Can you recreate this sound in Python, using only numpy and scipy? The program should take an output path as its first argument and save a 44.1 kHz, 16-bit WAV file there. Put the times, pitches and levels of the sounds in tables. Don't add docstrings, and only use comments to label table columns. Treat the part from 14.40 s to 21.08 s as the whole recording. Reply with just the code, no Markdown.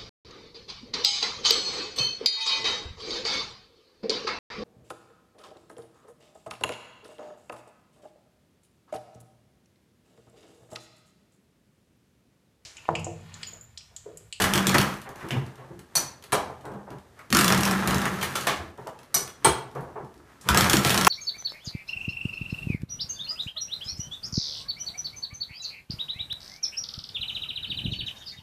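import sys
import numpy as np
from scipy import signal
from scipy.io import wavfile
from scipy.ndimage import uniform_filter1d

SR = 44100
rng = np.random.default_rng(int(sys.argv[2]) if len(sys.argv) > 2 else 0)


def convert_level_to_amplitude(level_db):
    exponent = np.asarray(level_db, float) / 20
    return 10 ** exponent


def unload_wav(signal):
    wavfile.write(
        sys.argv[1],
        SR,
        np.round(np.clip(np.atleast_2d(signal).T, -1, 1) * 32767).astype(np.int16),
    )


N = 294588

# hz [Hz], level_db [dB]
SNAP = [(880, -9.5), (1500, -4.5), (2600, 4.5), (4200, 1.5), (5300, -1.5), (6600, -1), (11400, -3),
        (14900, -8), (16000, -15)]
# hz [Hz], level_db [dB]
BOARD = [(180, -43.5), (300, -15.5), (341, -5), (366, -6.5), (398, -3.5), (566, -4.5), (1200, -1.5),
         (1320, 0.5), (1490, -4.5), (1650, -1), (2120, -8), (2840, -15), (5000, -24), (6500, -20.5),
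         (11000, -120)]
SNAP_S = 0.0015
EDGE_HZ = 15500


def evened(x):
    return x / np.sqrt(np.mean(x ** 2) + 1e-20)


def read(points, hz):
    f, value = np.transpose(points)
    return np.interp(np.log(hz + 1), np.log(f + 1), value)


def add(mix, s, sound):
    part = mix[round(s * SR):][:len(sound)]
    part += sound[:len(part)]


def colour(x, spectrum, size=2048):
    gain = convert_level_to_amplitude(np.maximum(read(spectrum, abs(np.fft.fftfreq(size, 1 / SR))), -80))
    log_response = np.conj(signal.hilbert(np.log(gain)))
    taps = np.fft.ifft(np.exp(log_response)).real[:size // 2]
    return signal.oaconvolve(x, taps / np.linalg.norm(taps))[:len(x)]


def burst(noise, rise_s, fall_s):
    t = np.arange(len(noise)) / SR
    return noise * (1 - np.exp(-t / rise_s)) * np.exp(-t / fall_s)


def push(db, fall_s):
    t = np.arange(1000) / SR
    shape = t * np.exp(-t / fall_s)
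    return convert_level_to_amplitude(db) * shape / np.linalg.norm(shape)


def ring_of(hz, width):
    t = np.arange(SR // 2) / SR
    ring = t * np.exp(-1.6 * np.pi * width * t) * np.sin(2 * np.pi * hz * t)
    return ring / np.linalg.norm(ring)


def panel(force):
    # hz [Hz], width_hz [Hz], level_db [dB]
    panel_modes = [(56, 40, -8), (82.6, 9.8, -6.5), (132.6, 18, 1.5), (189.5, 17.2, -2), (240, 35, -1.5),
                   (275.4, 15.4, -6.5), (344.7, 40.7, -2.5), (417.8, 25.8, -8.5)]
    ring = sum(convert_level_to_amplitude(db) * ring_of(hz, width) for hz, width, db in panel_modes)
    return signal.oaconvolve(force, ring / np.linalg.norm(ring))[:len(force)]


def room(x):
    # hz [Hz], t60_s [s]
    decay_times = [(100, 0.17), (260, 0.48), (700, 0.59), (1840, 0.44), (4850, 0.37), (12800, 0.27)]
    out = np.zeros(N)
    turn = 2 * np.pi * 11 * np.arange(N) / SR
    for k in range(3):
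        taps = np.zeros(SR)
        at = np.arange(300, SR - 20, 20) + rng.integers(0, 20, (SR - 301) // 20)
        taps[at] = rng.choice([-1., 1.], len(at))
        taps[rng.integers(100, 1300, 8)] += 3.
        hz, t, z = signal.stft(taps, SR, nperseg=256)
        decay = convert_level_to_amplitude(-60 * t / read(decay_times, hz)[:, None])
        tail = signal.istft(z * decay, SR, nperseg=256)[1]
        share = np.sqrt(2 / 3) * np.cos(turn + k * np.pi / 3)
        out += signal.fftconvolve(x * share, tail / np.linalg.norm(tail))[:N]
    return out


def hush():
    # hz [Hz], level_db [dB]
    air_spectrum = [(12, -59), (20, -19.5), (65, 4.5), (590, -8.5), (1570, -29), (1910, -28), (2320, -26),
                    (2990, -21.5), (8410, -25), (14300, -32), (16000, -46.5)]
    return convert_level_to_amplitude(-59.5) * colour(rng.standard_normal(N), air_spectrum, size=8192)


def steps():
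    # start_s [s], scuff_db [dB], thump_db [dB], thump_hz [Hz], fall_s [s]
    footfalls = [(0.652, -30, -90, 138, 0.081), (0.808, -19, -54, 162, 0.0062),
                 (0.837, -24, -31.5, 335, 0.023), (0.906, -31.5, -32.5, 129.7, 0.093),
                 (0.93, -20, -21, 240, 0.015), (0.959, -17.5, -18.5, 120, 0.016),
                 (1.019, -35, -36, 122, 0.026), (1.178, -35, -49, 130, 0.086),
                 (1.308, -27.5, -30, 149, 0.011), (2.089, -20.5, -73, 397, 0.016),
                 (2.238, -25.5, -46.5, 307, 0.089), (2.319, -35, -39, 200.6, 0.072),
                 (2.468, -26, -61, 144, 0.037), (2.508, -23, -38.5, 395, 0.022),
                 (2.773, -38, -81, 147, 0.022), (4.379, -19, -43, 346, 0.015),
                 (4.409, -39, -35, 140, 0.021), (4.463, -16.5, -60, 124, 0.017),
                 (5.35, -16.5, -35, 137, 0.03), (5.399, -31.5, -60, 358, 0.1),
                 (5.555, -18.5, -44, 380, 0.026), (5.596, -23.5, -32.5, 382, 0.016),
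                 (6.059, -13, -24, 134, 0.0078), (6.335, -3.5, -9.5, 320, 0.0087),
                 (1.56, -50, -38.5, 144, 0.046), (3.46, -50, -33, 76.4, 0.07),
                 (4.18, -54, -37, 84.5, 0.059), (5.75, -58.5, -54, 70, 0.079),
                 (6.09, -50, -22, 72.5, 0.039), (1.3, -55, -36, 343, 0.019), (5.053, -50, -28, 150, 0.02),
                 (2.5, -60, -37, 141, 0.036), (4.762, -60, -35.5, 150, 0.027), (5.16, -60, -36, 123, 0.033),
                 (5.24, -60.5, -45, 119, 0.027), (5.055, -60, -34, 75, .04), (5.375, -60, -38, 159.6, .03)]
    # hz [Hz], level_db [dB]
    scuff_spectrum = [(150, -12.5), (250, -16), (402, 0.5), (646, -3.5), (880, -1.5), (1650, -14.5),
                      (2020, -22.5), (3500, -40), (4550, -56.5), (7700, -120)]
    rise_s = 0.011
    noise = rng.standard_normal((len(footfalls), 8000))
    scuff, thump = np.zeros((2, N))
    t = np.arange(8000) / SR
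    for (s, scuff_db, thump_db, hz, fall_s), a in zip(footfalls, noise):
        add(scuff, s, convert_level_to_amplitude(scuff_db - 10.5) * burst(a, rise_s, fall_s))
        add(thump, s, convert_level_to_amplitude(thump_db + 3.5) * burst(np.sin(2 * np.pi * hz * t), rise_s, fall_s))
    return colour(scuff, scuff_spectrum) + thump


def chips():
    knock_times = [.907, 1.556, 1.928, 3.445, 3.812, 4.07, 4.16, 5.048, 6.089, 6.669, 1.935, 2.925, .9072,
                   4.071, 5.066, 5.091, 1.943, 1.927, .912, .808, .652, 1.18, 2.252, 2.95, 2.93, 2.79,
                   2.791, 2.772, 4.2, 5.75, 5.05, 6.011, 5.796, 5.904, .348, 4.755, 1.95, .857, 5.4067, .14,
                   .343, 1.555]
    # level_db [dB], centre_hz [Hz], width_hz [Hz], fall_s [s]
    knock_colours = [(-38, 2000, 3500, 0.017), (-38.5, 760, 460, 0.037), (-25, 880, 460, 0.035),
                     (-28, 790, 220, 0.011), (-32.5, 2800, 850, 0.012), (-22.5, 860, 5300, 0.035),
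                     (-46, 7300, 2800, 0.0091), (-18.5, 1180, 630, 0.018), (-9.5, 1260, 350, 0.0034),
                     (-15.5, 1020, 210, .02), (-23.5, 448, 55, 0.013), (-30, 323, 51, 0.062),
                     (-17.5, 2500, 1900, 0.0019), (-16, 930, 320, 0.0055), (-23.5, 1200, 570, 0.0044),
                     (-23.5, 1500, 620, 0.0065), (-19.5, 1160, 320, 0.0043), (-20, 890, 1100, 0.0028),
                     (-39.5, 2300, 830, 0.041), (-44, 1560, 900, 0.054), (-46, 1500, 1000, 0.052),
                     (-53.5, 1270, 1400, 0.064), (-61, 8300, 1100, 0.026), (-21.5, 1440, 450, 0.032),
                     (-23.5, 259, 64, 0.042), (-47.5, 1240, 500, 0.019), (-49.5, 2100, 640, .015),
                     (-57, 1100, 600, 0.0092), (-43, 310, 140, 0.045), (-56, 310, 110, 0.072),
                     (-34.5, 750, 250, 0.047), (-47, 7500, 4000, .012), (-54, 1150, 500, .015),
                     (-56, 1500, 1200, .008), (-20, 280, 60, .015), (-40, 430, 120, .04),
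                     (-32, 780, 200, .04), (-36, 300, 120, .008), (-54, 10500, 4000, .008),
                     (-30, 330, 50, .04), (-25, 780, 250, .02), (-42, 290, 80, .04)]
    out = np.zeros(N)
    noise = rng.standard_normal((len(knock_colours), 8000))
    for s, (db, hz, width, fall_s), a in zip(knock_times, knock_colours, noise):
        body = evened(signal.fftconvolve(a, ring_of(hz, width))[:len(a)])
        add(out, s, convert_level_to_amplitude(db) * burst(body, 0.00054, fall_s))
    return out


def steel_ring(modes, phases, shakes, tilt_db, seat_s, seat_db):
    t = np.arange(SR // 2) / SR
    split = [(0, 1), (-7, 1.004), (-8, .995)]
    rung = np.zeros(len(t))
    for (hz, db, t60), turns, shake in zip(modes, phases, shakes):
        decay_db = -60 * t / (0.8 * t60)
        for (split_db, factor), p in zip(split, turns):
            level_db = db + split_db + tilt_db * np.log2(hz) + decay_db
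            rung += convert_level_to_amplitude(level_db) * np.sin(2 * np.pi * hz * factor * t + p) * shake
    seating = convert_level_to_amplitude(seat_db * np.clip((t - seat_s) / .003, 0, 1))
    rung = rung * (1 - np.exp(-t / 0.0016)) * seating
    return rung / abs(rung).max()


def steel():
    # start_s [s], peak_db [dB], crack_db [dB], thump_db [dB], tilt_db [dB per octave]
    hits = [
        (1.553, -19.5, -18, -38, -2.5),
        (1.926, -21.5, -20, -19.5, 3),
        (4.742, -19, -17.5, -28.5, -1.5),
        (5.0457, -13.5, -15, -13.5, 2.5),
    ]
    # hz [Hz], level_db [dB], t60_s [s]
    hit_modes = [
        [(695, -20, .3), (4414, -2, 0.26), (6000, 1.5, 0.36), (6062, -0.5, 0.22), (4300, -12, .12),
         (7531, -14, 0.13), (8274, -3.5, 0.23), (5890, 2.5, 0.2), (9150, 1.5, 0.2), (10500, -8, .23),
         (11750, 1, 0.23), (12340, -5.5, .16), (14000, -12, .2), (12890, -8, 0.08)],
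        [(425, -4, .25), (893, -1.5, 0.57), (987, -1, .35), (1360, -2, 0.22), (2354, -7.5, 0.27),
         (3240, -14, 0.33), (4170, -10, 0.23), (5470, -16, 0.36), (6700, -17, .2), (8200, -14, 0.25),
         (8550, -9, .09), (11000, -20, .1), (9862, -5, 0.091), (10430, -16, .12)],
        [(1145, -15.5, 0.38), (4339, -12, 0.31), (6072, -4, 0.2), (5900, -1, .3), (6665, -11.5, .16),
         (7450, -11.5, .16), (8300, -8, 0.3), (8457, -6.5, 0.14), (9000, -13, 0.31), (10470, -8, 0.28),
         (11770, -4, .22), (12520, -10, .2), (3870, -18, .15), (13600, -7.5, 0.17)],
        [(373, -0.5, 0.36), (900, 4, 0.25), (934, 4, 0.25), (1368, -4, .2), (2380, -13, 0.32), (3265, -5, 0.34),
         (4172, -12, 0.33), (9065, -8, 0.2), (6600, -15, .25), (8170, -9, 0.27), (8400, -2, .12),
         (9500, -8, 0.19), (9825, -10, 0.2), (10340, -14, .25)],
    ]
    # hz [Hz], level_db [dB]
    pin_spectrum = [(180, -36), (300, -18.5), (737, -8.5), (3130, -16), (5430, -8), (6000, -5.5),
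                    (6960, -10.5), (14500, -16.5), (16000, -54)]
    # hz [Hz], level_db [dB]
    handle_spectrum = [(180, -27.5), (300, -6.5), (398, 8), (656, -18), (885, -7), (3190, -7),
                       (7080, -13.5), (14700, -20), (16000, -59)]
    crack_falls = [0.0033, 0.0032]
    seat_times = [.016, 0.011, 0.0159, 0.013]
    seat_levels = [-2, -4.5, -2, -1.5]
    flutter_depth, flutter_hz = 0.94, 60
    out, rings, shove = np.zeros((3, N))
    noise = rng.standard_normal((len(hits), 8000))
    phase = 2 * np.pi * rng.random((len(hits), 30, 3))
    lowpass = signal.butter(2, flutter_hz, fs=SR)
    waver = signal.lfilter(*lowpass, rng.standard_normal((14, SR // 2 * 2)))[:, -(SR // 2):]
    flutter = 1 + flutter_depth * evened(waver)
    for i, (s, peak_db, crack_db, thump_db, tilt_db) in enumerate(hits):
        shakes = np.roll(flutter, round(s * SR), axis=1)
        rung = steel_ring(hit_modes[i], phase[i], shakes, tilt_db, seat_times[i], seat_levels[i])
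        add(rings, s, convert_level_to_amplitude(peak_db + 8.5) * rung)
        rattle = burst(noise[i], 0.00074, crack_falls[i % 2]) + convert_level_to_amplitude(-12.5) * burst(noise[i], 0.001, 0.028)
        add(out, s, convert_level_to_amplitude(crack_db) * colour(rattle, [pin_spectrum, handle_spectrum][i % 2]))
        add(shove, s, push(thump_db - 0.5, 0.00017))
    return out + panel(shove), rings


def rub_levels():
    # start_s [s], load_db [dB], judder [-1 smooth glide to 1 rough]
    strokes = [
        [(0.0, 5, 0.2), (.05, 0, 0.11), (.18, 0.5, -0.57), (.3, 0.5, -0.36), (.39, 4, -0.34),
         (.54, -7.5, -0.13), (.67, -28.5, 0.14)],
        [(2.9, -17, -0.32), (2.97, -6, -1.05), (3.07, 1.5, -0.81), (3.29, 3, -0.23), (3.5, 0, -0.41),
         (3.64, 0.5, -0.36), (3.78, -6, -0.059), (4.08, -12, 0.2), (4.32, -26, -0.28)],
        [(6.02, -34, 0.31), (6.1, 1, -0.42), (6.23, 4.5, -0.098), (6.31, 2.5, 0.038), (6.38, 4, -0.81),
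         (6.47, -8.5, 1.02), (6.55, 0.5, 0.053), (6.68, -3.5, -0.89)],
    ]
    # start_s [s], level_db [dB], fall [dB per s], grit_db [dB]
    stirs = [(.8, -45.5, 34, 14.5), (.97, -25, 157, -8), (1.2, -48, 125, 1), (1.33, -38, 130, -15),
             (1.6, -36, 124, 7), (1.94, -37, 57, 3), (2.34, -34, 202, -13.5), (2.53, -41, 150, -2),
             (2.8, -59, 102, 19.5), (4.42, -45, 46, 3.5), (4.78, -38.5, 120.5, 5.5), (5.06, -36, 79, 5.5),
             (5.38, -35.5, 89, -2.5), (5.62, -38, 152.5, -14), (5.9, -62.5, 27, 20)]
    full_db = [-32.5, -30, -38, -28]
    judder_db = [6.5, 5, 16, -10]
    stirred_db = [-6, -15, -25.5, -20.5]
    rest_db = [-65.5, -64.5, -79.5, -70.5]
    gritty = [0, 1, 1, 0]
    rise_db_per_s = 250
    t = np.arange(0, N + 128, 128) / SR
    power = convert_level_to_amplitude(2 * np.c_[rest_db]) * np.ones(len(t))
    for s, load_db, rough in map(np.transpose, strokes):
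        load_db = np.interp(t, s, load_db, -99, -99)
        rough_db = np.c_[judder_db] * np.interp(t, s, rough)
        power = power + convert_level_to_amplitude(2 * (load_db + np.c_[full_db] + rough_db))
    for s, db, fall, grit_db in stirs:
        shape_db = db - np.where(t < s, rise_db_per_s * (s - t), fall * (t - s))
        layer_db = np.c_[stirred_db] + grit_db * np.c_[gritty]
        power = power + convert_level_to_amplitude(2 * (np.maximum(shape_db, -200) + layer_db))
    return [np.interp(np.arange(N) / SR, t, 10 * np.log10(p)) for p in power]


def rubbing():
    # hz [Hz], width_hz [Hz]
    joist = (195, 12)
    groan_db, scrape_db, grit_db, joist_db = rub_levels()
    sizes = convert_level_to_amplitude(1.27 * np.minimum(rng.exponential(1, (4, N)), 5)) * rng.standard_normal((4, N))
    slips_per_s = np.array([[1500.], [5000.], [8000.], [1500.]])
    slips = sizes * (rng.random((4, N)) < slips_per_s / SR)
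    groan = panel(convert_level_to_amplitude(groan_db) * evened(slips[0]))
    hum = signal.hilbert(signal.oaconvolve(slips[3], ring_of(*joist))[:N])
    steady = np.real(hum / abs(hum) ** 0.7)
    wood = groan + convert_level_to_amplitude(joist_db - 6.0) * evened(steady)
    scrape = colour(convert_level_to_amplitude(scrape_db) * evened(slips[1]), BOARD)
    grit = colour(convert_level_to_amplitude(grit_db) * evened(slips[2]), SNAP)
    return wood + scrape + grit


def all_cracks():
    # start_s [s], snap_db [dB], knock_db [dB], thump_db [dB]
    slips = [(0.136, -8.5, -25, -14), (0.156, -12, -16.5, -13), (0.177, -12.5, -15.5, -21),
             (0.2688, -7, -31, -8.5), (0.2933, -12.5, -19, -16), (0.3824, -6, -37, -5),
             (0.4142, -14.5, -18, -32), (1.921, -18, -19, -48), (2.9034, -24, -40, -18),
             (2.9262, -5, -16, -15.5), (3.0439, -6.5, -15, -12.5), (3.1767, -14, -35, -7.5),
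             (3.2074, -13.5, -42, -34), (3.2328, -11, -39, -43), (3.252, -11.5, -30, -22),
             (3.2608, -19, -19, -19), (3.277, -18, -24, -18), (3.3105, -16.5, -20, -16)]
    # start_s [s], snap_db [dB], knock_db [dB], thump_db [dB]
    last_slips = [(6.0876, -6.5, -34, -14), (6.1455, -11.5, -10, -11.5), (6.2971, -3.5, -21, -21),
                  (6.3319, -4, -18, -3.5), (6.3683, -8, -17.5, -12), (6.448, -10, -13.5, -7),
                  (6.4945, -10, -18, -11), (6.5436, -11, -14.5, -32), (6.6685, -4.5, -3.5, -33)]
    # start_s [s], snap_db [dB], knock_db [dB], thump_db [dB]
    judders = [(2.9478, -5, -27, -11.5), (2.9687, -3.5, -24, -13), (2.9884, -7.5, -16, -12),
               (3.0098, -7.5, -14.5, -17), (3.0794, -6.5, -19, -16), (3.1013, -13, -12, -10),
               (3.1226, -10, -24, -10.5), (3.146, -15, -17, -17), (3.474, -10, -17, -13.5),
               (3.5082, -15.5, -19.5, -11), (3.5445, -15, -20, -9), (3.5815, -20, -29, -22),
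               (3.6167, -20.5, -23.5, -18), (3.6544, -17, -17, -14.5), (6.1733, -3.5, -14.5, -9.5),
               (6.2085, -6.5, -20, -11.5), (6.2438, -13, -16.5, -15), (6.5762, -8, -16, -12.5),
               (6.611, -12, -16.5, -13), (6.6474, -9, -18, -16)]
    # start_s [s], snap_db [dB], knock_db [dB], thump_db [dB], tear_s [s]
    drags = [(0.0185, -11, -29, -40, 0.0044), (0.0400, -13.5, -12.5, -9.5, 0.0026),
             (0.3425, -13, -7.5, -5, 0.0033), (3.812, -21.5, -30, -25, 0.0058),
             (3.827, -16.5, -18, -29, 0.011), (3.9535, -17.5, -17.5, -33, 0.014),
             (4.008, -23.5, -28, -44, 0.0087), (4.0689, -14.5, -14.5, -44, 0.0049),
             (3, -24, -31, -34, 0.0045), (6.473, -15, -28, -27, .004), (6.5033, -10, -33, -40, .005),
             (6.464, -17, -21, -37, .004), (6.336, -13, -30, -40, .004), (0.349, -18, -12, -30, 0.003),
             (0.915, -32, -41, -40, .003), (0.968, -42, -40, -50, .003)]
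    # start_s [s], snap_db [dB], thump_db [dB]
    ticks = [(0.616, -34.5, -45), (0.690, -35, -28), (0.757, -38.5, -31), (0.828, -45, -23),
             (0.8865, -30, -47), (0.9073, -28, -20), (1.063, -41, -29), (1.3913, -37, -34),
             (1.8245, -39, -51), (1.839, -33, -61), (2.1037, -48, -31), (2.209, -45.5, -46),
             (2.2532, -39.5, -26), (2.5036, -39, -24.5), (2.584, -46, -54.5), (2.7903, -41, -58),
             (4.3752, -44, -33), (4.471, -34, -36.5), (4.589, -39.5, -34), (4.631, -41, -48),
             (4.876, -28.5, -45), (5.191, -41, -49), (5.313, -47, -50), (5.3507, -40, -30),
             (5.4067, -52, -50), (5.646, -49, -48), (5.741, -47, -65), (5.7772, -50, -60),
             (6.012, -46, -57), (2.318, -47, -55), (2.337, -49, -55), (1.156, -45, -46), (0.809, -52, -50),
             (4.05, -36, -50)]
    clean = [(*row, SNAP_S) for row in slips + last_slips + judders]
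    settling = [(s, db, db - 7, thump_db, .002) for s, db, thump_db in ticks]
    return clean + drags + settling


def cracks():
    # hz [Hz], width_hz [Hz], level_db [dB]
    chink_modes = [(1500, 450, 2), (3300, 560, -1), (4000, 1100, -0.5), (5360, 490, 4.5), (6790, 170, -5),
                   (8460, 120, -7.5), (11300, 360, -5.5)]
    rows = all_cracks()
    noise = rng.standard_normal((len(rows), 2, 3000))
    snap, knock, shove, jolt = np.zeros((4, N))
    for (s, snap_db, knock_db, thump_db, tear_s), (a, b) in zip(rows, noise):
        splinter = burst(a, .0008, tear_s)
        sharp = SNAP_S / max(tear_s, SNAP_S)
        add(snap, s, convert_level_to_amplitude(snap_db - 3.5) * splinter / abs(splinter).max())
        add(snap, s + .001, np.array([sharp * convert_level_to_amplitude(snap_db - 7)]))
        add(snap, s, convert_level_to_amplitude(snap_db - 21) * burst(a, .001, .009))
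        add(jolt, s + .0005, sharp * convert_level_to_amplitude(snap_db - 2) * np.r_[1, 0.27 * a[:8]])
        add(knock, s, convert_level_to_amplitude(knock_db - 3.5) * burst(b, 0.0022, 0.0085))
        add(shove, s, np.sign(a[0]) * push(thump_db + 0.5, .0001))
    bar = sum(convert_level_to_amplitude(db) * ring_of(hz, width)[:2000] for hz, width, db in chink_modes)
    chink = signal.oaconvolve(jolt, bar)[:N]
    return colour(snap, SNAP) + colour(knock, BOARD), panel(shove), chink


def scene():
    air, feet, boards = hush(), steps(), chips()
    metal, rings = steel()
    rub = rubbing()
    wood, thumps, chink = cracks()
    to_room = convert_level_to_amplitude(-1.0) * (wood + boards) + convert_level_to_amplitude(3.0) * metal + convert_level_to_amplitude(-4.5) * feet
    to_room = to_room + convert_level_to_amplitude(-10.0) * thumps + convert_level_to_amplitude(-8) * (chink + rings)
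    return (wood + thumps + chink + boards + metal + rings + feet + room(to_room) + rub + air)[None]


def starved(x):
    # from_s [s], to_s [s]
    gap_s = (.03, .13)
    low_hz, share_percent = 9000, 32
    hz, t, z = signal.stft(x, SR, nperseg=1024, noverlap=768)
    level_db = 10 * np.log10((abs(z[hz > 3000]) ** 2).sum(0) + 1e-14)
    blow = np.r_[np.zeros(4), level_db[4:] - level_db[:-4] > 26]
    after = np.arange(40) * t[1]
    short = np.convolve(blow, (after > gap_s[0]) & (after < gap_s[1]))[:len(t)] > 0
    smooth = uniform_filter1d(uniform_filter1d(abs(z) ** 2, size=9, axis=0), size=7, axis=1)
    band_db = 10 * np.log10(smooth + 1e-16)
    valley_db = band_db - uniform_filter1d(band_db, size=90, axis=0) - (hz[:, None] - low_hz) / 1100
    top = (hz > low_hz) & (hz < EDGE_HZ)
    weak = top[:, None] & short & (valley_db < np.percentile(valley_db[top], share_percent, axis=0))
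    return signal.istft(np.where(weak, .03 * z, z), SR, nperseg=1024, noverlap=768)[1][:N]


def band_limit(x):
    return signal.sosfilt(signal.butter(12, 16440, fs=SR, output="sos"), x)


def record(dry):
    rolloff = signal.butter(2, 47.1, "high", fs=SR, output="sos")
    thin = signal.sosfilt(rolloff, starved(dry[0])[None])
    edge = signal.firwin(401, EDGE_HZ, window=("kaiser", 8), fs=SR)
    return band_limit(signal.oaconvolve(thin, edge[None], "same"))


dry = scene()
out = record(dry)
unload_wav(out)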